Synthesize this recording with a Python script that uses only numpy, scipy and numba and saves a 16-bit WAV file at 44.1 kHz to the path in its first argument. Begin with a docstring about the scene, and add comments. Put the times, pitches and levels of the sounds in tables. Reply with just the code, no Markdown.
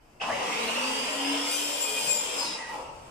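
"""A quiet building-site floor, then a hand power tool is switched on in a bare, echoing room.
It winds up, squeals at full speed, is switched off and brakes to a stop. A sine hum and a narrow-noise
whine follow one shaft-speed curve; jittering sine partials make the squeal, sliding noise bands the
housing resonances, and coloured noise the rushing air and brushes. Noise-built echoes join them
at a phone whose left port is nearer and brighter."""
import sys
import numpy as np
from scipy import signal
from scipy.fft import rfft, irfft
from scipy.io import wavfile
from scipy.ndimage import uniform_filter1d
from numba import njit

SR = 44100
rng = np.random.default_rng(int(sys.argv[2]) if len(sys.argv) > 2 else 0)


def volts_from_decibels(level):
    """Turn decibel levels (scalar or array-like) into linear amplitude factors."""
    exponent = np.asarray(level, float) / 20
    return 10 ** exponent


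def log_audio(samples):
    """Write samples as a 16-bit WAV file to the path given in sys.argv[1]."""
    # one column per channel
    frames = np.atleast_2d(samples).T
    # limit to full scale, then quantise
    limited = np.clip(frames, -1, 1)
    pcm = np.round(limited * 32767).astype(np.int16)
    wavfile.write(sys.argv[1], SR, pcm)


N = 136710  # length in samples

# All levels in the tables are relative: gains in the functions and the mix follow.
# Shaft speed and its hum: time_s, shaft_hz, level_db
SHAFT_SPEED = [(.2, 40.05, -64), (.26, 60, -69), (.32, 108.5, -53), (.4, 163.7, -58), (.52, 197, -49),
               (.7, 234, -50), (.87, 259.5, -40.5), (1.1, 274.1, -45), (1.32, 282.4, -37.5),
               (1.6, 291, -49.5), (1.9, 292.5, -53.5), (2.3, 291.6, -57), (2.4, 282.8, -52),
               (2.48, 210.1, -56), (2.6, 111.2, -74), (2.7, 60.8, -76), (2.78, 46.8, -70), (2.9, 30.3, -72)]
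# Swelling hum overtones: multiple of the shaft, level_db, swell_centre_s, swell_width_s
HUM_OVERTONES = [(2, -48.5, 1.535, 0.11), (2, -44.5, 1.752, 0.082), (2, -51, 2.06, 0.17),
                 (3, -44.5, 2.113, 0.11), (2, -49, 0.98, 0.23)]
# Whine level: time_s, level_db
WHINE_LEVEL = [(.2, -36.5), (.27, -50), (.32, -44), (.38, -47), (.65, -52), (.82, -48), (1.3, -44.5),
               (1.8, -49), (2.3, -51), (2.37, -48), (2.42, -49), (2.48, -51), (2.54, -53), (2.6, -52),
               (2.75, -64), (2.88, -62.5)]
# Squeal pitch: time_s, fundamental_hz
SQUEAL_PITCH = [(1.44, 2421), (1.58, 2435), (1.8, 2457), (2.1, 2465), (2.17, 2406), (2.28, 2440),
                (2.42, 2488)]
# Squeal flare-ups: time_s, fundamental_db, third_partial_db, other_partials_db
SQUEAL_LEVEL = [(1.44, -49, -54, -50), (1.48, -52, -42, -44), (1.53, -37.5, -42, -39),
                (1.57, -43, -35.5, -40), (1.63, -52, -40, -49), (1.71, -54, -39, -52),
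                (1.78, -44, -49, -52), (1.825, -50, -30.5, -40), (1.86, -39.5, -44, -53),
                (1.9, -35.5, -44, -44), (1.945, -46, -43, -53), (1.98, -31.5, -37, -47),
                (2.02, -50, -44, -41), (2.06, -43, -43, -40), (2.11, -34.5, -28.5, -40.5),
                (2.16, -50, -36.5, -45), (2.19, -45, -39, -56), (2.22, -50, -40, -54),
                (2.26, -54, -49, -60), (2.33, -54, -47, -59), (2.42, -48, -46, -54)]
# Squeal spectrum, with weak half lines from alternate strong and weak cycles: multiple, level_db
SQUEAL_SPECTRUM = [(1, 0.6), (2, 0.5), (2.5, -8.5), (3, 1.5), (3.5, -9), (4, -7), (4.5, -15), (5, -17),
                   (5.5, -19), (6, -14)]
# Housing resonances that ring while the speed passes them:
# start_s, hold_s, start_hz, end_hz, start_width_hz (per filter pass), level_db
HOUSING_RINGS = [(0.198, 0.051, 2610, 2630, 250, -38.5), (0.212, 0.095, 830, 960, 500, -33),
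                 (0.283, 0.03, 810, 700, 200, -31), (0.296, 0.045, 1900, 2120, 280, -37.5),
                 (0.372, 0.08, 830, 875, 200, -39), (0.57, 0.25, 450, 463, 60, -46),
                 (2.378, 0.042, 5040, 5020, 150, -30.5), (2.442, 0.025, 5070, 5000, 150, -35),
                 (2.475, 0.092, 5060, 5030, 120, -40), (2.401, 0.065, 4500, 4140, 300, -44),
                 (2.45, 0.11, 3770, 3870, 200, -44), (2.401, 0.05, 942, 980, 300, -39),
                 (2.58, 0.065, 2000, 1910, 130, -41.5), (2.657, 0.084, 1970, 1900, 111, -44.5),
                 (2.688, 0.052, 910, 860, 200, -40), (2.741, 0.0076, 835, 850, 120, -33),
                 (2.76, 0.06, 880, 860, 200, -43), (2.883, 0.025, 890, 870, 120, -43),
                 (2.686, 0.2, 1220, 1220, 80, -55)]
# Rushing air and brush noise: time_s, bass_db (120-350 Hz), low_db (350-1400 Hz),
# middle_db (1.4-3.8 kHz), upper_db (3.8-7 kHz), treble_db (7-10.5 kHz)
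RUSH_LEVEL = [(0.19, -71, -80, -70, -73, -78), (0.21, -63, -36, -27.5, -44, -57),
              (0.23, -42.5, -38, -41, -47, -55.5), (0.3, -45, -35, -38, -46, -54.5),
              (0.35, -51, -33.5, -35, -47, -53.5), (0.46, -47, -34.5, -35, -42.5, -50),
              (0.68, -48, -35, -32.5, -41, -45), (1.15, -50, -38, -36, -43, -44.5),
              (1.31, -49.5, -37, -35, -42, -44.5), (1.58, -56.5, -40.5, -36.5, -40, -41.5),
              (1.7, -54.5, -39, -38, -40, -41), (1.91, -56, -40, -39, -41, -39),
              (2.08, -48.5, -39, -38.5, -39, -40), (2.15, -51, -44, -40.5, -41.5, -41.5),
              (2.3, -57.5, -38.5, -38.5, -42.5, -43.5), (2.45, -42.5, -40.5, -40, -39, -44),
              (2.63, -68, -45, -44, -51, -57.5), (2.74, -50.5, -39, -46, -52.5, -56),
              (2.89, -76, -46.5, -56, -62, -68.5), (3.1, -62, -54.5, -57.5, -64, -64.5)]
# Top of the rush, above 10.5 kHz: time_s, level_db
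RUSH_TOP_LEVEL = [(0.19, -83), (0.23, -69), (0.63, -58.5), (1.44, -57), (1.56, -51), (1.62, -49.5),
                  (2.1, -49), (2.13, -44.5), (2.26, -58), (2.4, -53), (2.63, -86), (2.7, -65), (2.88, -82),
                  (3.1, -74)]
# Edges of the six rush ranges: edge_hz
RUSH_EDGES = [120, 350, 1400, 3800, 7000, 10500, 15400]
# Spectral shape of the rush inside its ranges: frequency_hz, level_db (per Hz)
RUSH_SHAPE = [(100, -30), (152, -21.5), (223, -11), (300, -10), (345, -15), (401, -9), (460, -4),
              (516, -4.5), (624, -8), (838, -9), (912, -3), (1150, -10), (1250, -11.5), (1680, -16),
              (2210, -12.5), (2780, -7.5), (3160, -12.5), (4060, -22.5), (5120, -16), (6060, -21),
              (8490, -25), (11000, -34.5), (15300, -39.5)]
# Tone colour of the direct whine and rush: frequency_hz, gain_db
DIRECT_COLOUR = [(250, -1), (550, -9), (1050, 0), (2000, -3.5), (4000, -7), (9000, -7.5)]
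# Spectral shape of the building site: frequency_hz, level_db (per Hz)
SITE_SHAPE = [(12, -28), (20, -3), (85, -8.5), (152, -9), (190, -15), (350, -13.5), (900, -17), (2010, -30),
              (2590, -27), (3810, -56), (15300, -56)]
# Site noise level, turned down by the recorder's gain while the tool is loud: time_s, level_db
SITE_DRIFT = [(.2, -2.5), (.8, -3.5), (1.8, -8.5), (2.3, -6), (2.6, -2.5), (3.1, 2.5)]
# Left over right tone, split about evenly between the ports: frequency_hz, difference_db
PORT_TONE = [(60, 3), (110, -6), (200, 3), (380, -1.5), (700, 5), (1290, -2.5), (2380, -2), (4400, -0.5),
             (8120, 10.5), (15000, 13)]


def unit(x):
    """Scale to an rms of 1."""
    return x / np.sqrt(np.mean(x ** 2, axis=-1, keepdims=True))


def curve(table, col):
    """A table column joined by straight lines in time."""
    rows = np.array(table, float)
    return np.interp(np.arange(N) / SR, rows[:, 0], rows[:, col])


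def colour(x, points, share=1):
    """Filter by (Hz, dB) points on a log-frequency axis; share scales the dB."""
    rows = np.array(points, float)
    hz = np.arange(N // 2 + 1) * SR / N + 1
    gain_db = np.interp(np.log(hz), np.log(rows[:, 0]), rows[:, 1])
    return irfft(rfft(x) * volts_from_decibels(share * gain_db), N)


def walk(rate):
    """Random levels held 1 / rate s and slewed twice; spread near 1."""
    hold = int(SR / rate)
    steps = np.repeat(rng.standard_normal(N // hold + 1), hold)
    return 4 / 3 * uniform_filter1d(uniform_filter1d(steps, hold), hold)[:N]


@njit
def svf(x, hz, width):
    """State-variable band-pass with moving centre, gain 1 at the centre."""
    y, band, low = np.empty(len(x)), 0., 0.
    for i in range(len(x)):
        g, damping = np.tan(np.pi * hz[i] / SR), width[i] / hz[i]
        v = (band + g * (x[i] - low)) / (1 + g * (g + damping))
        band, low, y[i] = 2 * v - band, low + 2 * g * v, damping * v
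    return y


def moving_band(hz, spread):
    """Noise in a steep band that follows hz, at constant power; spread is width over centre."""
    once = svf(rng.standard_normal(N), hz, spread * hz)
    twice = svf(once, hz, spread * hz)
    return unit(twice / np.sqrt(hz))


def hum(shaft_hz):
    """The unbalanced shaft: a wavering tone whose overtones swell and fade."""
    t = np.arange(N) / SR
    turn = 2 * np.pi * np.cumsum(shaft_hz) / SR
    out = volts_from_decibels(curve(SHAFT_SPEED, 2) + 2.4 * walk(14) - 4.5) * np.sin(turn)
    for multiple, db, centre, width in HUM_OVERTONES:
        swell = np.exp(-((t - centre) / width) ** 2)
        out = out + volts_from_decibels(db + 1.5 * walk(11.23)) * swell * np.sin(multiple * turn)
    return np.sqrt(2) * out * (t > SHAFT_SPEED[0][0])


def whine(shaft_hz):
    """A rough tone tied to speed: narrow noise on the 18th multiple of the shaft."""
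    band = moving_band(18 * shaft_hz, 0.032)
    level = volts_from_decibels(curve(WHINE_LEVEL, 1) + 2.2 * walk(30.46))
    return level * band * (np.arange(N) / SR > WHINE_LEVEL[0][0])


def squeal():
    """A jittering metal squeal; every partial flickers on its own."""
    t = np.arange(N) / SR
    jitter = 1 + 0.004 * walk(150) + 0.002016 * walk(15)
    phase = 2 * np.pi * np.cumsum(curve(SQUEAL_PITCH, 1) * jitter) / SR
    tone = 0
    for multiple, db in SQUEAL_SPECTRUM:
        column = {1: 1, 3: 2}.get(multiple, 3)
        level = volts_from_decibels(db + curve(SQUEAL_LEVEL, column) + 2.1 * walk(24.98))
        tone = tone + level * np.sin(multiple * phase + multiple)
    # fades in and out over 18 ms
    gate = np.clip(np.minimum(t - SQUEAL_LEVEL[0][0], SQUEAL_LEVEL[-1][0] - t) / 0.018, 0, 1)
    return np.sqrt(2) * volts_from_decibels(-2.5) * gate * tone


def rings():
    """Each housing resonance flares, slides in pitch, holds unevenly and dies."""
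    attack_s, t60_s, steady_s = 0.0048, 0.1, 0.025
    t, out = np.arange(N) / SR, 0
    for start, hold, hz, end_hz, width, db in HOUSING_RINGS:
        attack = np.clip((t - start) / attack_s, 0, 1)
        decay = volts_from_decibels(-60 * np.maximum(t - start - hold, 0) / t60_s)
        band = moving_band(np.interp(t, [start, start + hold], [hz, end_hz]), width / hz)
        # evens out the slower swells of the noise
        band = band / np.sqrt(uniform_filter1d(band ** 2, int(steady_s * SR)))
        out = out + volts_from_decibels(db - 3 + 1.3 * walk(30.24)) * attack * decay * band
    return out


def rush(shaft_hz):
    """Coloured air noise, each range flickering on its own level, the middle with a climbing hump."""
    out, hz = 0, np.arange(N // 2 + 1) * SR / N
    for k in range(6):
        noise = colour(rng.standard_normal(N), RUSH_SHAPE)
        inside = (hz >= RUSH_EDGES[k]) & (hz < RUSH_EDGES[k + 1])
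        band = unit(irfft(rfft(noise) * inside, N))
        if k == 2:
            # the broad fan hump climbs with speed, never below 2 kHz
            hump = moving_band(np.maximum(10.91 * shaft_hz, 2000), 0.23)
            band = unit(band + volts_from_decibels(0.5) * (shaft_hz / shaft_hz.max()) ** 2 * hump)
        level_db = curve(RUSH_LEVEL, k + 1) if k < 5 else curve(RUSH_TOP_LEVEL, 1)
        out = out + volts_from_decibels(level_db + 0.5 * walk(24.88) - 1.5) * band
    return out


def wide(mid, side):
    """Left and right share the bass and part in the treble, from about 860 Hz."""
    side = signal.lfilter(*signal.butter(1, 860, "high", fs=SR), side)
    return np.array([mid + side, mid - side]) / np.sqrt(2)


def echo_tail(t):
    """Diffuse stereo tail: noise that decays faster in the treble, with dense first reflections."""
    t60_s, treble_t60_s = 0.66, 0.33
    early_t60_s, early_db = 0.075, 6.5  # level against the start of the long tail
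    noise = rng.standard_normal((2, len(t)))
    low = signal.lfilter(*signal.butter(1, 1500, fs=SR), noise)
    late = low * volts_from_decibels(-60 * t / t60_s) + (noise - low) * volts_from_decibels(-60 * t / treble_t60_s)
    early = noise * volts_from_decibels(early_db - 60 * t / early_t60_s)
    tail = wide(*(late + early) * (t > .004))
    return tail / np.sqrt(np.sum(tail ** 2) / 2)


def room(noises, tones, body):
    """Direct sound, late at the right port, and a tail whose pattern changes as the hand-held tool shifts."""
    shift_s, right_lag = 0.12, 21  # lag in samples
    room_db, tone_room_db = 5.5, -9  # tail against direct sound; tones and rings into the tail
    t, step = np.arange(int(.7 * SR)) / SR, int(shift_s * SR)
    fade = np.sin(np.pi * np.arange(2 * step) / (2 * step))
    wet = np.zeros((2, N + 4 * step + len(t)))
    # the tones are heard mostly direct, with little echo
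    source = colour(noises, DIRECT_COLOUR) + tones
    feed = noises + volts_from_decibels(tone_room_db) * (tones + body)
    padded = np.r_[np.zeros(step), feed, np.zeros(2 * step)]
    # overlapping stretches of sound each get a fresh tail
    for start in range(0, N + step, step):
        stretch = padded[start:start + 2 * step] * fade
        part = signal.fftconvolve(stretch[None], echo_tail(t), axes=1)
        wet[:, start:start + part.shape[1]] += part
    # the housing's ring reaches both ports together
    direct = np.array([source, np.roll(source, right_lag)]) + body
    return (direct + volts_from_decibels(room_db) * wet[:, step:step + N]) / np.sqrt(1 + volts_from_decibels(2 * room_db))


def site():
    """Quiet rumble and hiss of the building site: coloured noise with a slowly wavering level."""
    mid, side = (colour(rng.standard_normal(N), SITE_SHAPE) for _ in range(2))
    # a little full-band difference keeps the bass from being quite the same at both ports
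    floor = unit(wide(mid, side) + 0.12 * np.array([side, -side]))
    return floor * volts_from_decibels(-54 + curve(SITE_DRIFT, 1) + 1.3 * walk(11.0))


def scene():
    """Tool in the room over the site floor, as the two ports receive it."""
    shaft_hz = curve(SHAFT_SPEED, 1) * (1 + 0.0029 * walk(22))
    tones = volts_from_decibels(6.0) * (hum(shaft_hz) + squeal())
    noises = whine(shaft_hz) + rush(shaft_hz)
    body = volts_from_decibels(4.0) * rings()
    left, right = room(noises, tones, body) * volts_from_decibels(3.5) + site()
    return np.array([colour(left, PORT_TONE, .5), colour(right, PORT_TONE, -0.52)])


def low_pass(x):
    """Removes everything above the highest recorded frequency."""
    return signal.sosfilt(signal.butter(12, 15680, fs=SR, output="sos"), x)


def record(dry):
    """The phone cuts the top steeply above 15.15 kHz."""
    top_cut = signal.ellip(8, .2, 70, 15150, fs=SR, output="sos")
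    mix = signal.sosfilt(top_cut, dry)
    return low_pass(mix)


dry = scene()
out = record(dry)
log_audio(out)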